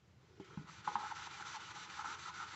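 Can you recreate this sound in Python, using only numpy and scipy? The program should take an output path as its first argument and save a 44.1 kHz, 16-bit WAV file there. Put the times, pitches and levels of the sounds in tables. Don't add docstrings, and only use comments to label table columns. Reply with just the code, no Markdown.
import sys
import numpy as np
from scipy import signal
from scipy.fft import rfft, irfft
from scipy.io import wavfile
from scipy.ndimage import uniform_filter1d, minimum_filter1d

SR = 44100
rng = np.random.default_rng(int(sys.argv[2]) if len(sys.argv) > 2 else 0)


def generate_wav(sig):
    pcm = np.round(np.clip(np.atleast_2d(sig).T, -1, 1) * 32767).astype(np.int16)
    wavfile.write(sys.argv[1], SR, pcm)


def nominal_scale(level):
    x = np.asarray(level, float) / 20
    return 10 ** x


N = 112454

# [f/Hz, level/dB per Hz]
HUSH_SPECTRUM = [(15, -60.5), (25, -61), (79, 1), (92, -7.5), (114, 0.5), (202, -9), (283, -19),
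                 (1940, -24.5), (7800, -35.5), (10100, -71), (17200, -120)]
# [f/Hz, width/Hz, level/dB]
COUNTER_MODES = [(157, 110, 4), (309.7, 107, 3.5), (399.5, 23, -4.5)]
# [t/s, peak level/dB, f/Hz, t60/s]
COUNTER_BUMPS = [(0.399, -37, 307, 0.041), (.398, -45, 187, 0.083), (.405, -47.5, 390.5, 0.16),
                 (.455, -57.5, 380, 0.11), (0.501, -56, 157, 0.14), (.573, -30, 177.6, 0.055),
                 (.592, -37, 156, 0.098), (.61, -45.5, 290, 0.062), (0.643, -44, 169, 0.044),
                 (0.691, -53, 166, 0.17), (0.811, -59, 172, 0.092), (.877, -45.5, 173, 0.085),
                 (.956, -50.5, 215.5, 0.17)]
# [edge t/s, other edge t/s, f/Hz, width/Hz, level/dB]
CLOTH_SLIDES = [(0.23, 0.72, 387, 78, -69.5), (.4, 0.53, 3020, 220, -73.5), (0.515, 0.612, 3170, 300, -74),
                (0.5, 0.4, 2200, 460, -67.5), (0.48, 0.68, 2400, 200, -76), (0.2, 0.75, 5130, 500, -86),
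                (0.396, .43, 640, 200, -66.5), (.505, 0.56, 380, 79, -66.5), (.396, .41, 2400, 3300, -67),
                (.444, 0.453, 4100, 4000, -66), (0.667, .71, 1044, 180, -60.5),
                (.86, 0.965, 400, 200, -63.5), (.95, 1.09, 320, 220, -65), (2.03, 2.2, 323, 200, -67.5)]
# [f/Hz, level under a slip/dB, level under a knock/dB, t60/s]
LID_MODES = [(834, -12, 32.5, 0.059), (914, -11, 24.5, 0.046), (996, -7.5, 19, .05),
             (1100, -5.5, -2.5, 0.064), (1251, -5.5, 7, 0.21), (1328, 17, -56.5, 0.041),
             (1390, 11.5, -26, 0.057), (1453.4, 9, -18.5, 0.095), (1580, 2.5, -17.5, 0.03),
             (1740, -12.5, -23, 0.038), (2330, -37.5, -21.5, 0.014), (3230, -19, -40.5, .015)]
# [start t/s, end t/s, low modes level/dB, upper modes level/dB]
RIM_CHATTER = [(0.5, 0.555, -88, -61.5), (0.66, 0.701, -69.5, -72), (.995, 1.02, -50.5, -55.5),
               (1.014, 1.077, -51, -54), (1.1, 1.11, -50.5, -56), (1.107, 1.128, -48.5, -56),
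               (1.154, 1.23, -60.5, -55), (1.263, 1.288, -60, -55.5), (1.386, 1.425, -53.5, -58),
               (1.448, 1.517, -59.5, -57), (1.54, 1.585, -54.5, -62), (1.59, 1.64, -60.5, -57),
               (1.692, 1.731, -57, -63), (1.743, 1.791, -59.5, -58.5), (1.972, 1.994, -55.5, -56),
               (1.987, 2.033, -51, -52), (2.041, 2.081, -53.5, -49.5), (2.096, 2.163, -61.5, -52),
               (2.256, 2.313, -57, -56.5), (2.397, 2.446, -57, -54), (2.53, 2.6, -59, -59)]
# [t/s, peak level/dB, f/Hz, width/ms]
LOW_RIM_TAPS = [(0.6777, -57, 1006, 2.7), (0.6837, -49.4, 980, 2.4), (0.6926, -51.5, 1003, 5.7),
                (0.9988, -49, 890, 4.1), (1.0293, -37, 903, 3.1), (1.0375, -39.0, 880, 3.6),
                (1.0534, -44.5, 887, 12), (1.1108, -47, 888, 2.7), (1.1228, -36, 864, 5.4),
                (1.2729, -38.5, 900, 3.4), (1.28, -48, 920, 2.5), (1.3998, -41.5, 904, 3.9),
                (1.4089, -44.5, 850, 5.3), (1.5459, -38.5, 925, 3.0), (1.5582, -44.5, 900, 6),
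                (1.5691, -45.7, 848, 10.5), (1.792, -50.5, 926, 4.4), (1.9961, -42, 864, 9),
                (2.0099, -43.5, 890, 8.6), (2.0467, -37, 901, 3.9), (2.0552, -39, 959, 2.7),
                (2.061, -42.5, 931, 3.2), (2.0748, -46, 930, 2.6), (2.0798, -45, 850, 8.9),
                (2.2753, -47.5, 958, 2.5), (2.2783, -49, 980, 2.7), (2.2974, -44, 1027, 7.8),
                (2.4201, -48.5, 894, 3.5), (2.4313, -48.5, 905, 3.5), (2.4432, -46.3, 973, 3.5)]
# [t/s, peak level/dB, f/Hz, width/ms]
UPPER_RIM_TAPS = [(0.6886, -50, 1300, 2.5), (0.6969, -48.3, 1300, 4.1), (0.994, -43.5, 1383, 2.3),
                  (1.0291, -42, 1280, 7), (1.039, -43.5, 1320, 6.3), (1.0542, -42.5, 1326, 2.9),
                  (1.109, -41.5, 1460, 2.1), (1.1134, -40.5, 1430, 3.4), (1.17, -43.5, 1390, 2.5),
                  (1.181, -44, 1430, 3.6), (1.2139, -42.5, 1410, 1.9), (1.3463, -44.5, 1390, 2.7),
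                  (1.426, -38, 1440, 2.4), (1.7115, -45, 1450, 3.5), (1.9947, -39.5, 1290, 5.8),
                  (2.01, -41.5, 1360, 3.1), (2.0478, -37, 1340, 2.9), (2.059, -35.9, 1320, 2.8),
                  (2.0714, -42.5, 1420, 2.4), (2.0898, -38, 1324, 2.6), (2.106, -36, 1393, 2.3),
                  (2.1155, -46, 1340, 6.1), (2.1262, -44.5, 1405, 8.8), (2.1429, -40, 1450, 2.7),
                  (2.1512, -42.5, 1364, 4.9), (2.2606, -43.5, 1355, 4.8), (2.279, -44, 1330, 3.6),
                  (2.2866, -38, 1340, 4.4), (2.4036, -43.5, 1420, 5.5), (2.411, -43, 1300, 2.9),
                  (2.4198, -42, 1310, 3.1), (2.4303, -45, 1390, 3.6), (2.4355, -40, 1350, 2.6),
                  (2.442, -41, 1370, 2.7)]
# [t/s, peak level/dB, contact/ms]
RIM_KNOCKS = [(.399, -44.5, 0.36), (.574, -44, 0.16), (.8735, -39.5, 0.077), (.876, -21.5, 0.2),
              (.884, -26, 0.31), (.9, -48, .3), (.918, -36, .3), (.955, -19, 0.26), (.9615, -31.5, 0.14),
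              (.984, -35, 0.27), (.501, -57.5, .1), (1.862, -47, 0.13), (1.971, -45.5, 0.19),
              (2.046, -42, 0.17)]
# [f/Hz, level/dB]
SPLASH_SPECTRUM = [(1000, -9.5), (1500, 5.5), (2600, -8.5), (3600, -8.5), (6000, -24)]
# [start t/s, end t/s, grit level/dB, grip level/dB]
PAD_STROKES = [(.2, .395, -75, -82.5), (.395, .44, -71.5, -76), (.44, .645, -67.5, -67),
               (.665, .82, -61.5, -64.5), (.838, .968, -57, -56.5), (.982, 1.134, -56.5, -54.5),
               (1.145, 1.285, -54, -56), (1.297, 1.436, -56, -56), (1.446, 1.582, -53.5, -53),
               (1.592, 1.732, -56.5, -57), (1.742, 1.87, -55, -55), (1.886, 2.028, -55.5, -53.5),
               (2.04, 2.166, -53.5, -51.5), (2.18, 2.312, -55.5, -56.5), (2.33, 2.457, -54.5, -50),
               (2.468, 2.62, -55.5, -52.5)]
# [f/Hz, level/dB per Hz]
GRIT_SPECTRUM = [(290, -48.5), (500, -21), (696, -22), (797, -3.5), (1430, -8), (1730, -8.5), (4020, -12),
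                 (7600, -20.5), (9880, -56.5), (16700, -120)]
# [f/Hz, width/Hz, inward level/dB, outward level/dB]
SHEET_MODES = [(2067, 260, -13, -15.5), (2410, 33, -14.5, -33.5), (2970, 200, -16.5, -21.5),
               (3583, 180, -16.5, -19), (3970, 130, -18, -18.5), (4460, 470, -16, -23.5),
               (5870, 170, -27.5, -18), (6030, 480, -14, -16.5), (7230, 300, -22, -25.5)]

HUSH_DB, HUM_HZ, HUM_WIDTH_HZ, HUM_DB = -67, 86.2, 10, -74
REVERB_DB, REVERB_T60_S = -15, 0.3
RUMBLE_DB = -68.5
LID_SILENT_UNDER_HZ = 690
CHATTER_PER_S, CHATTER_SPREAD_DB, CHATTER_EDGE_S = 1300, 1.8, 0.0059
TAP_RISE, TAP_FALL = 0.36, 0.56
SPLASH_DB, SPLASH_T60_S = -27.5, 0.075
STROKE_RISE_S, STROKE_FALL_S, STROKE_EASE, SPEED_UP_DB = 0.018, 0.022, 0.51, 1
TURN_S, TURN_DB = 0.041, -9
SLIPS_PER_S, SLIP_SPREAD_DB, JUDDER_DB = 1500, 0.5, 0.8
GRAINS_PER_S, GRAIN_SPREAD_DB = 16000, 0.5
SPLIT_HZ, BRIGHTEN, FULL_SPEED_DB = 3500, 0.3, -56
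STALL, DRAG = 0.6, 0.37
PATCH_DB, SHEET_DRIFT_DB = 0.87, 3


def evened(x):
    return x / np.sqrt(np.mean(x ** 2) + 1e-20)


def colour(x, points):
    hz, db = np.transpose(points)
    bins_hz = np.fft.rfftfreq(N, 1 / SR)
    gain = nominal_scale(np.interp(np.log(bins_hz + 1), np.log(hz), db))
    return irfft(rfft(x) * gain, N)


def resonate(x, hz, width):
    r = np.exp(-np.pi * width / SR)
    pole = r * np.exp(2j * np.pi * hz / SR)
    return 2 * signal.lfilter([1 - r], [1, -pole], x).real


def clicks(per_s, spread_db):
    happens = rng.random(N) < per_s / SR
    size = nominal_scale(spread_db * np.minimum(rng.exponential(1, N), 4))
    return evened(happens * rng.choice([-1., 1.], N) * size)


def wander(size):
    once = uniform_filter1d(rng.standard_normal(N), size)
    return evened(uniform_filter1d(once, size))


def span(start, end, rise, fall):
    t = np.arange(N) / SR
    return np.clip((t - start) / rise, 0, 1) * np.clip((end - t) / fall, 0, 1)


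def room_tone():
    hush = evened(colour(rng.standard_normal(N), HUSH_SPECTRUM))
    hush = hush * nominal_scale(HUSH_DB + wander(size=2000))
    hum = resonate(rng.standard_normal(N), HUM_HZ, HUM_WIDTH_HZ)
    hum = resonate(hum, HUM_HZ, HUM_WIDTH_HZ)
    return hush + nominal_scale(HUM_DB) * evened(hum)


def kitchen(x):
    t = np.arange(SR // 3) / SR
    tail = rng.standard_normal(len(t)) * nominal_scale(-60 * t / REVERB_T60_S) * (t > .004)
    return signal.oaconvolve(x, tail / np.linalg.norm(tail))[:N]


def bumps():
    out = np.zeros(N)
    t = np.arange(8000) / SR
    for s, db, hz, t60 in COUNTER_BUMPS:
        i = round(s * SR)
        decay = np.minimum(t / 0.0033, 1) * nominal_scale(db - 60 * t / t60)
        out[i:i + len(t)] += decay * np.sin(2 * np.pi * hz * t)
    return out


def slide():
    rub = rng.standard_normal(N) * nominal_scale(1.5 * wander(size=500))
    out = np.zeros(N)
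    for a, b, hz, width, db in CLOTH_SLIDES:
        band = evened(resonate(resonate(rub, hz, width), hz, 2 * width))
        out += nominal_scale(db) * span(a, b, 0.16 * (b - a), 0.3 * (b - a)) * band
    return out


def lid(force, column):
    t = np.arange(5000) / SR
    ring = np.zeros(len(t))
    for mode in LID_MODES:
        hz, t60 = mode[0], mode[3]
        ring += nominal_scale(mode[column] - 60 * t / t60) * np.sin(2 * np.pi * hz * t)
    low_cut = signal.cheby2(5, 30, LID_SILENT_UNDER_HZ, "high", fs=SR, output="sos")
    ring = signal.sosfilt(low_cut, ring)
    return signal.oaconvolve(force, ring / abs(ring).max())[:N]


def chatter():
    low = lid(clicks(CHATTER_PER_S, CHATTER_SPREAD_DB), column=2)
    low = evened(colour(low, [(1100, 0), (1600, -14), (2500, -30)]))
    upper = evened(lid(clicks(CHATTER_PER_S, CHATTER_SPREAD_DB), column=1))
    out = np.zeros(N)
    for start, end, low_db, upper_db in RIM_CHATTER:
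        run = span(start, end, CHATTER_EDGE_S, CHATTER_EDGE_S)
        out += run * (nominal_scale(low_db) * low + nominal_scale(upper_db) * upper)
    return out


def taps():
    out = np.zeros(N)
    t = np.arange(-1000, 2500) / SR
    for s, db, hz, width_ms in LOW_RIM_TAPS + UPPER_RIM_TAPS:
        scale = np.where(t < 0, TAP_RISE, TAP_FALL) * width_ms / 1000
        swell = nominal_scale(db - 1.5) * np.exp(-(t / scale) ** 2 / 2)
        swing = swell * np.sin(2 * np.pi * (hz * t + rng.random()))
        out[round(s * SR) - 1000:][:len(t)] += swing
    return out


def knocks():
    force, blows = np.zeros(N), np.zeros(N)
    t = np.arange(300) / SR
    for s, db, contact_ms in RIM_KNOCKS:
        i = round(s * SR)
        touch = t * np.exp(-t / (contact_ms / 2000 + 1e-5))
        force[i:i + len(t)] += nominal_scale(db) * touch / touch.sum()
        blows[i] += nominal_scale(db)
    t = np.arange(3000) / SR
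    decay = np.minimum(t / 0.0012, 1) * nominal_scale(SPLASH_DB - 60 * t / SPLASH_T60_S)
    dying = signal.oaconvolve(blows, decay)[:N]
    splash = evened(colour(rng.standard_normal(N), SPLASH_SPECTRUM))
    return lid(force, column=2) + dying * splash


def strokes(column):
    t = np.arange(N) / SR
    out = np.zeros((2, N))
    for k, row in enumerate(PAD_STROKES):
        start, end = row[:2]
        speed_up = nominal_scale(SPEED_UP_DB * ((t - start) / (end - start) - 1))
        rub = span(start, end, STROKE_RISE_S, STROKE_FALL_S) ** STROKE_EASE * speed_up
        turn = nominal_scale(TURN_DB) * span(start - TURN_S, end + TURN_S, TURN_S, TURN_S)
        out[k % 2] += nominal_scale(row[column]) * np.maximum(rub, turn)
    return out


def grip():
    press = strokes(column=3).sum(0)
    slips = clicks(SLIPS_PER_S, SLIP_SPREAD_DB) * nominal_scale(JUDDER_DB * wander(size=500))
    shake = rng.standard_normal(N) * nominal_scale(0.56 * wander(size=900))
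    shake = shake * (press / press.mean() + .0003) ** 0.18
    rumble = np.zeros(N)
    for hz, width, db in COUNTER_MODES:
        rumble += nominal_scale(db) * resonate(resonate(shake, hz, width), hz, 2 * width)
    return evened(lid(slips, column=1)) * press + nominal_scale(RUMBLE_DB) * evened(rumble)


def grit():
    grains = clicks(GRAINS_PER_S, GRAIN_SPREAD_DB)
    broad = evened(colour(grains, GRIT_SPECTRUM))
    body = signal.sosfiltfilt(signal.butter(1, SPLIT_HZ, fs=SR, output="sos"), broad)
    out, back = strokes(column=2)
    rub = out + back
    nearby_peak = -minimum_filter1d(-rub, size=3000)
    moving = (rub + 1e-9) / (nearby_peak + 1e-9)
    bright = (rub / nominal_scale(FULL_SPEED_DB)) ** BRIGHTEN * moving ** STALL
    body = body / moving ** DRAG
    sheet = np.zeros(N)
    for hz, width, in_db, out_db in SHEET_MODES:
        drift = nominal_scale(SHEET_DRIFT_DB * wander(size=1200))
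        sheet += evened(resonate(grains, hz, width)) * drift * (back * nominal_scale(in_db) + out * nominal_scale(out_db))
    fizz = (broad - body) * bright * nominal_scale(PATCH_DB * wander(size=400))
    body = body * nominal_scale(PATCH_DB * wander(size=400))
    return (body + fizz) * rub + bright * sheet


def scene():
    near = slide() + chatter() + taps() + knocks() + grip() + grit()
    return (room_tone() + nominal_scale(REVERB_DB) * kitchen(near) + bumps() + near)[None]


def roll_off(x):
    return signal.sosfilt(signal.butter(12, 15630, fs=SR, output="sos"), x)


def record(dry):
    treble_cut = signal.firwin(121, 7870, window=("kaiser", 8), fs=SR)
    narrow = signal.oaconvolve(dry, treble_cut[None], "same")
    narrow = signal.sosfilt(signal.butter(1, 50, "high", fs=SR, output="sos"), narrow)
    rounding = nominal_scale(-95.5) * rng.standard_normal(dry.shape)
    return roll_off(narrow + rounding)


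dry = scene()
out = record(dry)
generate_wav(out)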